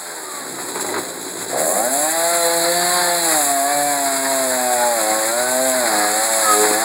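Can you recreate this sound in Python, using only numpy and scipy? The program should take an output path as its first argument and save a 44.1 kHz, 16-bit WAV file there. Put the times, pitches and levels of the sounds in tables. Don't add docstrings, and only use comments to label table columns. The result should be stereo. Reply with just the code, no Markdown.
import sys
import numpy as np
from scipy import signal
from scipy.fft import rfft, irfft
from scipy.io import wavfile
from scipy.ndimage import uniform_filter1d

SR = 44100
rng = np.random.default_rng(int(sys.argv[2]) if len(sys.argv) > 2 else 0)


def digitize_waveform(pressure):
    field = np.atleast_2d(pressure).T
    bounded = np.clip(field, -1, 1)
    quanta = np.round(bounded * 32767).astype(np.int16)
    wavfile.write(sys.argv[1], SR, quanta)


N = 301644
T = np.arange(N) / SR

THROTTLE_S, OPENING_S = 1.494, 0.068
COAST_S = 0.52
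CLEAR_S, CLEARING_S = 1.7, 0.7

# (f/Hz, level/dB)
MUFFLER_BODY = [(250, -37.5), (420, -12), (520, 2.5), (590, 1.5), (660, 3.5), (720, 5), (790, 0),
                (880, -12), (980, -12), (1100, -8.5), (1250, -24.5), (1650, -13), (2000, -20), (4500, -36)]
# (f/Hz, level/dB)
HOUSING_BODY = [(40, -90), (85, -32), (115, -14.5), (145, -14.5), (180, -1), (215, -16), (260, 2),
                (350, 3.5), (420, -1), (520, -1.5), (750, -21.5), (2000, -42)]
# (t/s, f/Hz)
HOLLOW_PITCH = [(1.55, 500), (1.9, 664), (2.2, 680), (3.8, 690), (4.7, 726), (5, 570), (5.25, 555),
                (5.45, 630), (5.7, 664), (5.95, 750), (6.84, 780)]
HOLLOW_WIDTH_HZ, HOLLOW_DB = 140, -6


def engine(turns, puff, rough, spread_db, exhaust_db, throb_db, throb_rough=1.2):
    pulses = steadied(firings(turns, spread_db))

    def fired(body, share):
        share = np.clip(share, 0, 1)
        turbulence = evened(puff * noise())
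        source = np.sqrt(1 - share ** 2) * pulses + share * turbulence
        return coloured(swaying(source), body)

    exhaust = fired(MUFFLER_BODY, rough)
    exhaust += gain_of(HOLLOW_DB) * resonate(exhaust, *curves(HOLLOW_PITCH), HOLLOW_WIDTH_HZ)
    throb = fired(HOUSING_BODY, rough * throb_rough)
    return gain_of(exhaust_db) * steadied(exhaust) + gain_of(throb_db) * steadied(throb)


# (multiple of crank speed, level/dB)
PORT_HARMONICS = [(1, -1), (2, 2), (3, -2), (4, -1), (5, 3), (6, -2), (7, 1), (8, 0), (10, 0), (24, -2)]


def firings(turns, spread_db, jitter=0.0043):
    count = np.arange(int(turns[-1]) + 2)
    strength, late = rng.standard_normal((len(count), 2)).T
    angle = 2 * np.pi * (turns + jitter * spread_db * np.interp(turns, count, late))
    pulses = sum(gain_of(read(PORT_HARMONICS, k)) * np.cos(k * angle) for k in range(1, 25))
    return pulses * gain_of(spread_db * np.interp(turns, count, strength))


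def puffs(turns, clear, idle_ebb=4.1, open_ebb=0.91, idle_rest=0.2, open_rest=0.46):
    ebb = np.exp(-blend(idle_ebb, open_ebb, clear) * (turns % 1))
    return steadied(blend(idle_rest, open_rest, clear) + ebb)


# (delay t/s, amplitude share)
NEAR_ECHOES = [(.0047, .28), (.0083, .22), (.0131, .16)]
SWAY_S, SWAY_HZ = .00032, 2.5


def swaying(x):
    return x + sum(share * np.interp(T - delay_s - SWAY_S * drift(SWAY_HZ), T, x)
                   for delay_s, share in NEAR_ECHOES)


# (middle t/s, length t/s, level/dB)
TOOTH_BITES = [(.82, 0.55, 1), (.96, 0.15, 6), (2.23, 0.17, -1), (2.95, 1, 1.5), (3.335, 0.086, 3.5),
               (3.57, 0.2, -3), (5.11, 0.18, 3), (5.97, 0.62, 5), (6.38, 0.59, 2.5), (6.73, 0.58, 3.5)]
ROUGH_COAST, ROUGH_SPUTTER, ROUGH_FREE, ROUGH_LOAD = 0.68, 0.85, 0.13, 0.1
ROUGH_BITE_PER_DB = 0.02
SPREAD_IDLE_DB, SPREAD_OPEN_DB = 3, 0.5
PULSING_SPUTTER, PULSING_FREE, PULSING_LOAD = 0.12, 0.047, 0.023


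def combustion(throttle, load):
    firing, clear = ramp(0, COAST_S), ramp(CLEAR_S, CLEARING_S)
    bite_db = np.maximum(arches(TOOTH_BITES), 0)
    cutting = ROUGH_FREE + load * (ROUGH_LOAD + ROUGH_BITE_PER_DB * bite_db)
    rough = blend(blend(ROUGH_COAST, ROUGH_SPUTTER, firing), cutting, clear)
    spread_db = blend(SPREAD_IDLE_DB, SPREAD_OPEN_DB, throttle)
    pulsing = blend(PULSING_SPUTTER * firing, PULSING_FREE + PULSING_LOAD * load, clear)
    return rough, spread_db, pulsing


# (f/Hz, level/dB)
TOOTH_SPECTRUM = [(70, -66.5), (130, -9.5), (300, -1.5), (550, -2), (800, 10), (1150, 3.5), (1700, 8),
                  (2200, 3), (2800, -20.5), (4000, 4.5), (5000, -1), (6000, -20)]


def teeth(turns, level_db, puff, chips_per_s=900, spread_db=0.5, chatter_db=2.0, tug=0.08):
    strength = gain_of(spread_db * np.minimum(rng.exponential(1, N), 4))
    snaps = noise() * strength * (rng.random(N) < chips_per_s / SR)
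    rasp = (evened(snaps) + 2 * buzz(turns)) * (1 - tug + tug * puff)
    return gain_of(level_db + chatter_db * drift(16.0)) * evened(coloured(rasp, TOOTH_SPECTRUM))


REPEAT = .4


def buzz(turns, size=320):
    fresh = rng.standard_normal((int(turns[-1]) + 2, size))
    strokes = signal.lfilter([1], [1, -REPEAT], fresh, axis=0).ravel()
    rasp = np.interp(turns * size, np.arange(len(strokes)), strokes)
    return evened(np.sqrt(np.gradient(turns)) * rasp)


# (f/Hz, level/dB)
CHAIN_COLOUR = [(1200, -22), (2400, -7), (3200, -7), (4000, -7), (4500, -9), (5200, -11.5), (6000, -12),
                (7000, -6), (7800, 0), (8300, -1), (8800, 1.5), (9500, -5), (11000, -11), (13000, -18),
                (16000, -19)]
# (f/Hz, level/dB)
GAS_COLOUR = [(2000, -28), (5500, -17.5), (7500, 9), (9300, 8.5), (10800, 4.5), (12000, 2), (13200, -0.5),
              (15800, -1.5)]
# (f/Hz, level/dB)
FAN_COLOUR = [(1200, -20), (2000, -6), (3200, -4), (4100, 0), (4600, -4), (5400, -16), (9000, -25)]
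CUTTERS, CHOP = 4, .2
GRIT_DB = 1.5


def hiss(turns, speed, puff, pulsing, chain_db, gas_db, flutter_db=9.5, fan_db=-27, fan_power=4.3):
    beat = evened(1 - pulsing + pulsing * puff) * gain_of(flutter_db * 2 * pulsing * drift(17.6))
    cutter = 2 * np.pi * CUTTERS * turns
    chop = 1 + CHOP * (np.sin(cutter) + .5 * np.sin(2 * cutter))
    chain = gain_of(chain_db) * evened(coloured(noise(), CHAIN_COLOUR))
    gas = gain_of(gas_db) * evened(coloured(noise(), GAS_COLOUR))
    fan_gain = gain_of(fan_db) * (speed / speed.max()) ** fan_power
    fan = fan_gain * evened(coloured(buzz(turns), FAN_COLOUR))
    grit = evened(gain_of(GRIT_DB * drift(500, size=16)))
    return beat * chop * grit * (chain + gas) + fan


# (multiple of crank speed, level/dB against tooth noise)
WHINE_TONES = [(8, -15), (10, -19), (12, -12), (16, -12), (18, -20), (20, -16), (24, -18), (28, -24)]
# (start t/s, end t/s, multiple of crank speed, level/dB)
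SINGING_TONES = [(-.5, .62, 5, -46), (-.4, .55, 4, -49.5), (-.3, .5, 6, -45), (.12, .7, 16, -41),
                 (0.616, .98, 16, -35), (0.806, 1.02, 7, -31), (.4, 1.37, 2, -47), (1.246, 1.697, 2, -45.5),
                 (1.696, 1.86, 7, -27), (1.703, 2.057, 2, -39), (1.808, 1.933, 12, -28.5),
                 (1.983, 2.503, 8, -32.5), (2.252, 2.85, 3, -25.5), (2.35, 3.353, 10, -34),
                 (2.75, 3.15, 9, -33), (2.65, 3.296, 6, -31.5), (2.105, 2.813, 24, -30),
                 (2.35, 3.4, 26, -31.5), (2.45, 3.245, 22, -37), (3.004, 3.353, 24, -31),
                 (3.348, 3.845, 8, -30), (3.45, 4.555, 16, -39), (4.088, 4.4, 7, -32), (4.1, 4.6, 24, -53),
                 (4.393, 4.923, 6, -23.5), (4.496, 4.897, 4, -29.5), (4.7, 5.302, 7, -24),
                 (5.25, 5.894, 12, -30), (5.4, 5.85, 24, -49), (5.89, 6.117, 16, -34),
                 (6.417, 6.666, 12, -21), (6.45, 6.647, 16, -28), (6.46, 6.71, 4, -27)]
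IDLE_FRAY, WHINE_FRAY = .1, .037
WHINE_WAVER_DB = 3.5


def whine(turns, throttle, wood_db):
    wood, fray = gain_of(wood_db), blend(IDLE_FRAY, WHINE_FRAY, throttle)
    power = {k: (wood * gain_of(db)) ** 2 for k, db in WHINE_TONES}
    for start, end, k, db in SINGING_TONES:
        swell = gain_of(db) * np.sin(np.pi * ramp(start, end - start))
        power[round(k)] = power.get(round(k), 0) + swell ** 2
    return sum(np.sqrt(p) * tone(turns, k, fray, WHINE_WAVER_DB) for k, p in power.items())


def tone(turns, multiple, fray, waver_db):
    waver = evened(gain_of(waver_db * drift(7)))
    phase = 2 * np.pi * (round(multiple) * turns + rng.random())
    return np.sqrt(2) * waver * np.cos(phase + fray * multiple * drift(45))


# (f/Hz, level/dB)
STEEL_MODES = [(810, -5), (1500, -6), (3330, 0), (3980, 7.5), (6800, 6.5), (9200, -10), (11900, -14),
               (12750, 0), (15500, 1)]


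def rattle(speed, puff, level_db=-36, clutch_hz=85, taps_per_s=350, t60=0.028):
    t = np.arange(SR // 20) / SR
    out = np.zeros(N)
    for hz, db in STEEL_MODES:
        taps = noise() * (rng.random(N) < puff ** 2 * taps_per_s / SR)
        ring = gain_of(db - 60 * t / t60) * np.sin(2 * np.pi * hz * t)
        out += signal.oaconvolve(taps, ring)[:N]
    slack = np.clip((clutch_hz - speed) / (clutch_hz - speed.min()), 0, 1)
    return gain_of(level_db) * slack * evened(out)


# (t/s, peak level/dB before the common level, level of the low panels/dB relative to the others)
BAR_KNOCKS = [(0.586, -12, -5), (0.686, -11, 2), (0.755, -8.5, -3), (0.796, -10, -12), (0.824, -12, 15),
              (0.843, -8, 5), (0.888, -7.5, -3), (0.916, -17, 6), (0.94, -6.5, -10), (0.961, -4, -1),
              (0.985, -10, 6), (1.367, -14, -7), (1.414, -16, -11), (3.322, -6, -14), (5.115, -8, -5),
              (5.876, -8, -14), (5.915, -6, -19), (6.641, -1, -5), (6.709, -5.5, 2)]
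# (f/Hz, level/dB, t60/s)
PANEL_MODES = [(235, -4.5, 0.039), (310, -2, .09), (366, 1.5, 0.098), (413, 0, 0.16), (477, 3, .08),
               (797, 3.5, 0.068), (1030, 3, .032), (1540, 4.5, 0.029), (1990, 6, 0.052)]
# (f/Hz, level/dB)
SCRAPE_COLOUR = [(150, -43), (500, -7), (1000, 4), (1700, -1.5), (2800, -6), (4200, -15), (7000, -29)]


def knocks(level_db=-7, clack=0.98, clack_s=0.027, low_hz=600):
    out, t = np.zeros(N), np.arange(SR // 8) / SR
    for s, peak_db, low_db in BAR_KNOCKS:
        ring = np.zeros(len(t))
        for hz, db, t60 in PANEL_MODES:
            decay = gain_of(db + low_db * (hz < low_hz) - 60 * t / t60)
            ring += rng.uniform(-1.16, 1) * decay * np.sin(2 * np.pi * hz * t)
        scrape = evened(coloured(noise(), SCRAPE_COLOUR))[-len(t):] * np.exp(-t / clack_s)
        blow = ring + clack * scrape
        part = out[round(s * SR):][:len(t)]
        part += (gain_of(peak_db + level_db) * blow / abs(blow).max())[:len(part)]
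    return out


# (f/Hz, level/dB)
YARD_COLOUR = [(100, -1), (300, -3.5), (480, -6), (650, -11), (1200, -13), (2200, -16), (3000, -34)]


def yard(x, t60=0.31):
    t = np.arange(SR // 3) / SR
    taps = rng.standard_normal(len(t)) * gain_of(-60 * t / t60) * (t > .003)
    return coloured(signal.oaconvolve(x, taps / np.linalg.norm(taps))[:N], YARD_COLOUR)


# (f/Hz, level/dB)
LEFT_RIGHT_BALANCE = [(60, 1), (170, 1.5), (260, 4.5), (430, 5), (620, .7), (850, 1.5), (1080, 3),
                      (1300, 0), (1580, 0), (1850, -3.5), (2250, -3.5), (2700, 0), (3300, 0), (3650, -2.5),
                      (4100, 0)]
LAG_S, LAG_FROM_HZ = .00034, 1470


def microphones(x, lag_s):
    hz = np.fft.rfftfreq(N, 1 / SR)
    lag = np.exp(-2j * np.pi * lag_s * np.maximum(hz - LAG_FROM_HZ, 0))
    lean = gain_of(read(LEFT_RIGHT_BALANCE, hz) / 2)
    return irfft(rfft(x) * np.array([lean, lag / lean]), N)


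# (middle t/s, length t/s, level/dB)
BAR_RUBS = [(.83, 0.66, 4.5), (1.45, 0.61, 5), (3.37, 0.43, 5.5), (5.68, 0.17, 2), (6.47, 0.79, 5)]
# (middle t/s, length t/s, level/dB)
EXHAUST_SWELLS = [(.95, 0.33, 5), (1.6, 0.13, 0.5), (1.91, 0.068, -5), (2.12, 0.06, -6), (2.26, 0.15, 2.5),
                  (2.72, 0.082, -10), (2.9, 0.46, 0.5), (3.21, 0.15, -4), (3.75, 1, 2.5),
                  (4.19, 0.28, -4.5), (4.7, 0.36, 0), (5.65, 0.52, 2.5), (6.11, 0.079, -4),
                  (6.27, 0.066, -5)]
# (middle t/s, length t/s, level/dB)
THROB_SWELLS = [(2.3, 0.68, -4), (2.8, 0.32, 3.5), (3.7, 0.46, -0.5), (4.65, 1.1, 0), (5.65, 0.27, 1.5),
                (6, 0.51, -2.5), (6.35, 0.57, -5.5)]
SINK_S, SINKING_S = 2.63, 1.5
GAS_RISE_S = 0.18
EXHAUST_SHUT_DB, EXHAUST_OPEN_DB = -43, -21.5
THROB_SHUT_DB, THROB_OPEN_DB, THROB_COAST_DB, THROB_LOAD_DB = -34.5, -31, -16.5, 2
TEETH_SHUT_DB, TEETH_OPEN_DB, TEETH_CUT_DB = -35, -30.5, 3.5
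CHAIN_SHUT_DB, CHAIN_OPEN_DB, CHAIN_SUNK_DB, CHAIN_LOAD_DB = -32, -28.5, 3, 4.5
GAS_SHUT_DB, GAS_OPEN_DB, GAS_SUNK_DB = -32.5, -18, -2.5
RUB_GAS, BITE_DRONE = 0.71, 0.6


def levels(throttle, load):
    sunk, bite_db, rub_db = ramp(SINK_S, SINKING_S), arches(TOOTH_BITES), arches(BAR_RUBS)
    exhaust_db = blend(EXHAUST_SHUT_DB, EXHAUST_OPEN_DB, throttle) + arches(EXHAUST_SWELLS)
    throb_db = blend(THROB_SHUT_DB, THROB_OPEN_DB, throttle)
    throb_db += THROB_COAST_DB * (1 - ramp(0, COAST_S))
    throb_db += THROB_LOAD_DB * load + BITE_DRONE * bite_db + arches(THROB_SWELLS)
    wood_db = blend(TEETH_SHUT_DB, TEETH_OPEN_DB, throttle)
    wood_db += TEETH_CUT_DB * ramp(CLEAR_S, CLEARING_S) + bite_db
    chain_db = blend(CHAIN_SHUT_DB, CHAIN_OPEN_DB, throttle)
    chain_db += CHAIN_SUNK_DB * sunk + CHAIN_LOAD_DB * load + rub_db
    gas_db = blend(GAS_SHUT_DB, GAS_OPEN_DB, ramp(THROTTLE_S, GAS_RISE_S))
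    gas_db += GAS_SUNK_DB * sunk + RUB_GAS * rub_db
    return exhaust_db, throb_db, wood_db, chain_db, gas_db


def gain_of(db):
    return 10 ** (np.asarray(db) / 20)


def evened(x):
    return x / np.sqrt(np.mean(x ** 2) + 1e-20)


def steadied(x, size=3500):
    power = uniform_filter1d(uniform_filter1d(x ** 2, size), size)
    return x / np.sqrt(abs(power) + 1e-20)


def curves(rows):
    s, *columns = np.transpose(rows)
    return [np.interp(T, s, column) for column in columns]


def read(points, hz):
    f, value = np.transpose(points)
    return np.interp(np.log(hz + 1), np.log(f + 1), value)


def coloured(x, points, size=4096):
    log_gain = np.log(gain_of(read(points, abs(np.fft.fftfreq(size, 1 / SR)))))
    ring = np.fft.ifft(np.exp(np.conj(signal.hilbert(log_gain)))).real
    return signal.oaconvolve(x, ring[:size // 2])[:N]


def resonate(x, hz, width_hz):
    turn, r = np.exp(2j * np.pi * np.cumsum(hz) / SR), np.exp(-np.pi * width_hz / SR)
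    return 2 * (turn * signal.lfilter([1 - r], [1, -r], x / turn)).real


def noise():
    return rng.standard_normal(N)


def drift(hz, size=64):
    count = N // size + 2
    rolloff = 1 + (np.fft.rfftfreq(count, size / SR) / hz) ** 4
    slow = irfft(rfft(rng.standard_normal(count)) / rolloff, count)
    return np.interp(np.arange(N) / size, np.arange(count), evened(slow))


def ramp(start_s, length_s):
    return np.clip((T - start_s) / length_s, 0, 1)


def blend(a, b, share):
    return a + (b - a) * share


def arches(rows):
    return sum(db * np.sin(np.pi * ramp(middle - length / 2, length)) ** 2
               for middle, length, db in rows)


# (t/s, f/Hz in turns per second)
IDLE_SPEED = [(0, 89), (.2, 78), (.4, 70.5), (.6, 63), (.75, 56), (.88, 51), (1.05, 57), (1.47, 55),
              (1.55, 66), (1.63, 78)]
# (t/s, f/Hz in turns per second)
CUTTING_SPEED = [(1.75, 96.7), (1.85, 120.3), (1.93, 136.8), (2.03, 152), (2.14, 163.5), (2.33, 171.5),
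                 (2.49, 169), (2.64, 168.9), (2.75, 174.6), (2.91, 177.6), (3.01, 177.4), (3.22, 170.3),
                 (3.44, 142.9), (3.6, 137.4), (3.7, 143.7), (3.88, 144.8), (4.12, 135.7), (4.33, 135),
                 (4.59, 125.9), (4.88, 120), (4.95, 115.8), (5.02, 107.8), (5.25, 109.7), (5.39, 123),
                 (5.66, 131.2), (5.78, 127.3), (5.9, 108.7), (5.96, 103.6), (6.07, 104.2), (6.27, 112.4),
                 (6.42, 110.1), (6.53, 104.5), (6.67, 106.5), (6.73, 104.9), (6.84, 115)]
FREE_HZ, BOGGED_HZ = 141, 86.5
SECOND_SHARE = .27


def scene():
    speed, = curves(np.vstack([IDLE_SPEED, CUTTING_SPEED]))
    throttle = np.sin(np.pi / 2 * ramp(THROTTLE_S, OPENING_S))
    sag = np.clip((FREE_HZ - speed) / (FREE_HZ - BOGGED_HZ), 0, 1)
    load = sag * ramp(CLEAR_S, CLEARING_S)
    exhaust_db, throb_db, wood_db, chain_db, gas_db = levels(throttle, load)
    rough, spread_db, pulsing = combustion(throttle, load)
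    turns = np.cumsum(speed * (1 + 0.0017 * drift(12.9))) / SR
    puff = puffs(turns, throttle)

    def rasp_and_hiss(share):
        rasp = teeth(turns, wood_db, puff)
        return np.sqrt(share) * (rasp + hiss(turns, speed, puff, pulsing, chain_db, gas_db))

    saw = rasp_and_hiss(1 - SECOND_SHARE)
    second = rasp_and_hiss(SECOND_SHARE)
    saw += engine(turns, puff, rough, spread_db, exhaust_db, throb_db)
    saw += whine(turns, throttle, wood_db) + rattle(speed, puff) + knocks()
    echo = np.array([yard(saw), yard(saw)])
    return microphones(saw, LAG_S) + microphones(second, -LAG_S) + echo


EDGE_HZ = 15780


def record(dry):
    thin = signal.sosfilt(signal.butter(6, 100, "highpass", fs=SR, output="sos"), dry)
    held = thin / (1 + (thin / .9) ** 8) ** (1 / 8)
    lowpass = signal.firwin(511, EDGE_HZ, window=("kaiser", 9), fs=SR)
    return signal.oaconvolve(held, lowpass[None], "same")


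dry = scene()
out = record(dry)
digitize_waveform(out)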